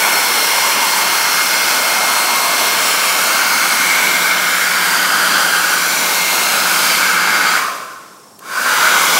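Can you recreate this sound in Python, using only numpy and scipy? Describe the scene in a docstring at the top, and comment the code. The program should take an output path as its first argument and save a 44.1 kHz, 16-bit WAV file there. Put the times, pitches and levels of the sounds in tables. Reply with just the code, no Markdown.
"""A hair dryer roars and whines close by, blowing on the sails of a paper boat in a quiet garden.
Air rushes through its twelve-blade fan, rings the hollow housing and hisses out of the nozzle.
The sound shifts as the hand turns the dryer and the paper reflects it. Near the end the power is cut:
the fan coasts down with a faint squeak, then the switch clicks and it spins up again."""
import sys
import numpy as np
from scipy import signal
from scipy.fft import rfft, irfft, next_fast_len
from scipy.io import wavfile
from scipy.ndimage import uniform_filter1d, map_coordinates

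SR = 44100
rng = np.random.default_rng(int(sys.argv[2]) if len(sys.argv) > 2 else 0)


def wrap_up_sound(samples):
    """Save the sound to the file named by the first command line argument, as 16-bit audio."""
    columns = np.atleast_2d(samples).T
    # keep every value between -1 and 1, then stretch to whole-number steps
    tamed = np.clip(columns, -1, 1)
    steps = np.round(tamed * 32767).astype(np.int16)
    wavfile.write(sys.argv[1], SR, steps)


N = 405279
TIME = np.arange(N) / SR
POWER_OFF_S, POWER_ON_S = 7.568, 8.39
LOWERED_S, RAISED_S = 7.06, 8.54  # the dryer is behind the boat between these times


def amp(db):
    """Turn decibels into a gain to multiply by."""
    return np.exp(np.asarray(db) * (np.log(10) / 20))


def unit(x):
    """Scale x to an average (rms) level of 1."""
    return x / np.sqrt(np.mean(x ** 2) + 1e-20)


def curves(rows):
    """Join timed rows with straight lines: one curve for each column after the time."""
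    times, *columns = np.transpose(rows)
    return [np.interp(TIME, times, column) for column in columns]


def wobble(per_second):
    """A smooth curve through per_second random values each second."""
    times = np.linspace(0, TIME[-1], num=N // 40)
    values = rng.standard_normal(int(N * per_second / SR) + 4)
    return np.interp(TIME, times, map_coordinates(values, [times * per_second]))


def swell(peak_s, length_s):
    """A smooth rise and fall around peak_s."""
    return np.exp(-2 * ((TIME - peak_s) / length_s) ** 2)


def filtered(x, gain_at):
    """Turn each frequency of x up or down by gain_at(hz)."""
    size = next_fast_len(N + SR // 2)
    return irfft(rfft(x, size) * gain_at(np.fft.rfftfreq(size, 1 / SR)), size)[..., :N]


def noise(spectrum):
    """Noise of level 1, shaped by rows of pitch_hz, relative_db."""
    pitch_hz, relative_db = np.transpose(spectrum)
    gain_at = lambda hz: amp(np.interp(np.log(hz + 1), np.log(pitch_hz + 1), relative_db))
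    return unit(filtered(rng.standard_normal(N), gain_at))


def ringing(peaks, steepness):
    """Noise of level 1 that rings at rows of pitch_hz, width_hz, relative_db."""
    def gain_at(hz):
        power = 0
        for pitch_hz, width_hz, db in peaks:
            off_pitch = (hz ** 2 - pitch_hz ** 2) / (width_hz * hz + 1)
            power += amp(db) ** 2 / (1 + off_pitch ** 2) ** steepness
        return np.sqrt(power)
    return unit(filtered(rng.standard_normal(N), gain_at))


# the low hush of outdoor air: pitch_hz, relative_db
GARDEN_SPECTRUM = [(40, 5), (100, 12), (220, 2), (450, 0), (900, -1), (2000, -22), (8000, -9), (16000, -22)]

def garden():
    """Faint, even outdoor air, heard only when the dryer dies down."""
    return amp(-43) * noise(GARDEN_SPECTRUM)


def shaft_squeak(first_s=8.043, gap_s=.0393, pitch_hz=5430, width_hz=380):
    """The coasting shaft rubs in nine short, evenly spaced chirps."""
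    chirps = sum(swell(first_s + k * gap_s, length_s=.02) for k in range(9))
    return amp(-51) * chirps * ringing([(pitch_hz, width_hz, 0)], steepness=2)


# the taps of the switch contacts: start_s, level_db
SWITCH_TAPS = [(8.388, -40), (8.392, -31)]

def switch_click(fade_s=.025):
    """The contacts snap shut in a small, bright click; each tap loses 60 dB in fade_s."""
    taps = sum((TIME >= s) * amp(db - 60 * np.abs(TIME - s) / fade_s) for s, db in SWITCH_TAPS)
    return taps * noise([(200, -10), (1500, 0), (6000, -1), (15000, 3)])


# moments when the jet catches the edge of a sail: peak_s, length_s, level_db
SAIL_GUSTS = [(2.36, .15, -39), (5.35, 0.2, -22), (6.91, 0.26, -21)]
# the breathy notes of that edge: pitch_hz, width_hz, relative_db
WHISTLE_PEAKS = [(2250, 170, -3), (3140, 300, 2), (4300, 160, 3), (4700, 240, 3.5)]

def sail_whistle():
    """Air whistles briefly over a paper edge."""
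    gusts = sum(amp(db) * swell(peak_s, length_s) for peak_s, length_s, db in SAIL_GUSTS)
    return gusts * ringing(WHISTLE_PEAKS, steepness=.75)


def sail_reflection(air, drift_start_s=2.7, drift_m_per_s=.035):
    """Sound bounces off the sails and arrives later and later as the boat moves off."""
    extra_path_m = .127 + drift_m_per_s * np.clip(TIME - drift_start_s, 0, LOWERED_S - drift_start_s)
    delay_s = extra_path_m / 343  # sound travels 343 m a second
    treble = filtered(air, lambda hz: hz / np.hypot(hz, 3000))  # small surfaces reflect only short waves
    return amp(-15.5) * map_coordinates(treble, [np.arange(N) - delay_s * SR], order=3)


def behind_boat(move_s=.35):
    """Slides from 0 to 1 as the dryer is lowered behind the boat, and back as it is raised."""
    ramp = lambda s: np.clip((TIME - s) / move_s + .5, 0, 1)
    return ramp(LOWERED_S) - ramp(RAISED_S)


def shifting_colour(air, wander_db=1.48):
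    """The treble slowly dulls, more so behind the boat, and the wandering jet shifts the colour."""
    hz, times, spectrum = signal.stft(air, SR, nperseg=1024)
    db_per_octave = .5 - .26 * TIME - 1.6 * behind_boat()
    treble_octaves = np.log2(np.maximum(hz / 6000, 1))
    treble_db = treble_octaves[:, None] * np.interp(times, TIME, db_per_octave)
    patches = uniform_filter1d(rng.standard_normal(spectrum.shape), size=5, axis=0)  # smooth over pitch
    patches = unit(uniform_filter1d(patches, size=40, axis=1))  # and over time
    return signal.istft(spectrum * amp(treble_db + wander_db * patches), SR, nperseg=1024)[1][:N]


def fan_speed(drag_s=.58, friction_s=4.0, spin_up_s=.155):
    """Share of full speed: air drag and friction brake the fan, then the motor pulls it back up."""
    coasted_s = np.clip(TIME, POWER_OFF_S, POWER_ON_S) - POWER_OFF_S
    slowed = np.exp(-coasted_s / friction_s) / (1 + coasted_s / drag_s)
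    return 1 - (1 - slowed) * np.exp(-np.maximum(TIME - POWER_ON_S, 0) / spin_up_s)


# the deeper notes of the air inside the housing: pitch_hz, width_hz, relative_db
HOLLOW_PEAKS = [(1062, 104, -4.5), (1190, 100, -9.5), (1336, 170, -8), (1507, 130, -5)]

def hollow_ring(speed, gain_db):
    """Hollow notes stand out as the fan slows; the highest dies first and returns last."""
    slow_boost_db = 12 * np.minimum((1 - speed) / .15, 1)
    reach_hz = 3000 * speed  # the blades barely stir notes above this
    notes = sum(amp(db) * ringing([(hz, width_hz, 0)], steepness=2.35) / (1 + (hz / reach_hz) ** 6)
                for hz, width_hz, db in HOLLOW_PEAKS)
    return amp(-15 + gain_db + slow_boost_db) * speed ** 2.97 * notes


# the notes across the barrel: pitch_hz, width_hz, relative_db
BARREL_PEAKS = [(2140, 110, -3.5), (2268, 147, 2)]

def barrel_ring(speed, gain_db):
    """Sound bounces from wall to wall in the barrel and rings."""
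    return amp(-1 + gain_db + .56 * wobble(20)) * speed ** 6 * ringing(BARREL_PEAKS, steepness=1.73)


# the notes of the intake grille: pitch_hz, width_hz, relative_db
GRILLE_PEAKS = [(927, 91, 5.5), (1096, 91, 5.5), (2740, 110, -3.5), (3250, 200, -4), (4210, 110, 0),
                (5450, 110, -3), (5720, 310, -2.5)]

def grille_ring(speed, turn, gain_db):
    """Incoming air rings at the grille, loudest when it faces the microphone."""
    level_db = -21 - 9 * turn + gain_db + .59 * wobble(16)
    return amp(level_db) * speed ** 4.4 * ringing(GRILLE_PEAKS, steepness=.86)


# the notes of the air pockets in the housing: pitch_hz, width_hz, relative_db
HOUSING_PEAKS = [(1285, 150, -5.5), (1465, 113, -1), (1600, 77, -4.5), (3160, 220, -17.5),
                 (3880, 190, -20.5), (4670, 340, -15)]

def housing_ring(speed, turn, gain_db):
    """Rushing air rings the pockets in the housing, heard most from the side."""
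    level_db = -2.1 + 2.64 * turn + gain_db + .6 * wobble(25)
    return amp(level_db) * speed ** 5.3 * ringing(HOUSING_PEAKS, steepness=1.04)


# the fan and motor tones: cycles_per_shaft_turn, grille_on_db, side_on_db
FAN_TONES = [(1, -47, -39), (2, -54, -48), (5, -44, -43), (6, -44, -44), (12, -25.5, -29), (13, -44, -42),
             (24, -28.5, -37.5), (30, -38, -48), (33, -42, -54), (34, -43, -47), (35, -40, -43),
             (40, -49, -37), (54, -45, -53), (60, -38, -54), (65, -55, -45)]

def fan_whine(speed, turn, blade_db, blades=12):
    """Tones follow the shaft; they flutter in the uneven inflow and fade fast as it slows."""
    shaft_hz = (178.1 - .18 * TIME) * speed  # the motor sags slowly as it warms
    flutter = 1 + .0003 * wobble(22) + .0005 * wobble(2)
    shaft_angle = 2 * np.pi * np.cumsum(shaft_hz * flutter) / SR
    sideways = turn ** .52  # the grille sends its tones out in a narrow beam
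    tones = np.zeros(N)
    for cycles, grille_on_db, side_on_db in FAN_TONES:
        level_db = grille_on_db + sideways * (side_on_db - grille_on_db) + (cycles == blades) * blade_db
        tones += amp(level_db + 2.1 * wobble(45)) * np.sin(cycles * shaft_angle + .22 * wobble(45))
    return np.sqrt(2) * tones * speed ** 12


# the swirling air in the fan at full speed: pitch_hz, relative_db
RUSH_SPECTRUM = [(60, -10.5), (230, -3), (400, -3), (650, 2.5), (950, 2.5), (1250, 0), (1850, -0.5),
                 (2700, -0.5), (3800, -6), (6000, -14.5), (16000, -24.5)]

def fan_rush(speed, gain_db):
    """The blades churn the air into a roar that gets lower and softer as they slow."""
    swirls = map_coordinates(noise(RUSH_SPECTRUM), [np.cumsum(speed ** .7)], mode="wrap")
    return amp(-21.5 + gain_db + .71 * wobble(11)) * speed ** 3.62 * swirls


# the jet of air at the nozzle: pitch_hz, relative_db
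JET_SPECTRUM = [(200, -44), (2000, -7), (3000, -2.5), (5000, 0.5), (7000, 0.5), (9000, -1), (13000, -2),
                (15700, -4.5)]

def nozzle_hiss(speed, gain_db):
    """Fast air leaves the nozzle with a bright hiss."""
    return amp(-19.5 + gain_db + .49 * wobble(14)) * speed ** 3.83 * noise(JET_SPECTRUM)


# how the dryer is held: time_s, turn (0 grille to the microphone, 1 side on), nearness_db
HAND_POSES = [(0, 0, 0), (2.4, 0.011, 0.25), (3.5, 0.18, 0.43), (4.0, 1, 1), (4.45, 1, -0.1), (5.7, 1, 0),
              (6.2, 0.66, 0.85), (6.9, 1, 1.24), (7.5, 0.77, 0.3), (8.9, 1, 3), (9.19, 0.34, 2.5)]
# parts that swell and fade as the hand moves: time_s, housing_db, barrel_db, blade_db
HAND_SWELLS = [(0, -21, -26.5, -1), (1, -18.5, -29, 0.5), (2.6, -19, -28.5, 0), (3.4, -20, -26, -3.5),
               (4.15, -18, -21, 1.5), (4.8, -16, -25, -2), (5.45, -16.5, -38, -4.5),
               (5.85, -19.5, -24, -6.5), (6.25, -26, -25, 4), (6.65, -20.5, -26, -10),
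               (6.95, -22, -22.5, -5), (7.3, -15.5, -23.5, 1.5), (8.85, -16.5, -27, 3),
               (9.19, -25, -25, -5)]

def hair_dryer():
    """Air noise and fan whine, both following the fan's speed and the moving hand."""
    turn, nearness_db = curves(HAND_POSES)
    housing_db, barrel_db, blade_db = curves(HAND_SWELLS)
    speed = fan_speed()
    # the hiss drops behind the boat and gives way as the housing rings louder
    hiss_db = -2 * behind_boat() - .22 * (housing_db - housing_db.mean())
    air = fan_rush(speed, hiss_db / 2)
    air += housing_ring(speed, turn, housing_db)
    air += barrel_ring(speed, barrel_db)
    air += grille_ring(speed, turn, hiss_db)
    air += nozzle_hiss(speed, hiss_db)
    air += hollow_ring(speed, housing_db)
    air = shifting_colour(air + sail_reflection(air))
    return amp(nearness_db) * (air + fan_whine(speed, turn, blade_db))


def scene():
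    """The dryer and its small sounds over the still garden, the same in both channels."""
    mono = hair_dryer() + sail_whistle() + shaft_squeak() + switch_click() + garden()
    return np.array([mono, mono])


def record(dry, bass_cut_hz=175, top_hz=15750):
    """The microphone cuts the bass steeply, rounds off the tallest peaks and drops the highest treble."""
    x = filtered(dry, lambda hz: amp(-40) + hz ** 4 / np.hypot(hz ** 4, bass_cut_hz ** 4))
    rounded = x / (1 + np.abs(x / .95) ** 10) ** .1
    return filtered(rounded, lambda hz: hz < top_hz)


dry = scene()
out = record(dry)
wrap_up_sound(out)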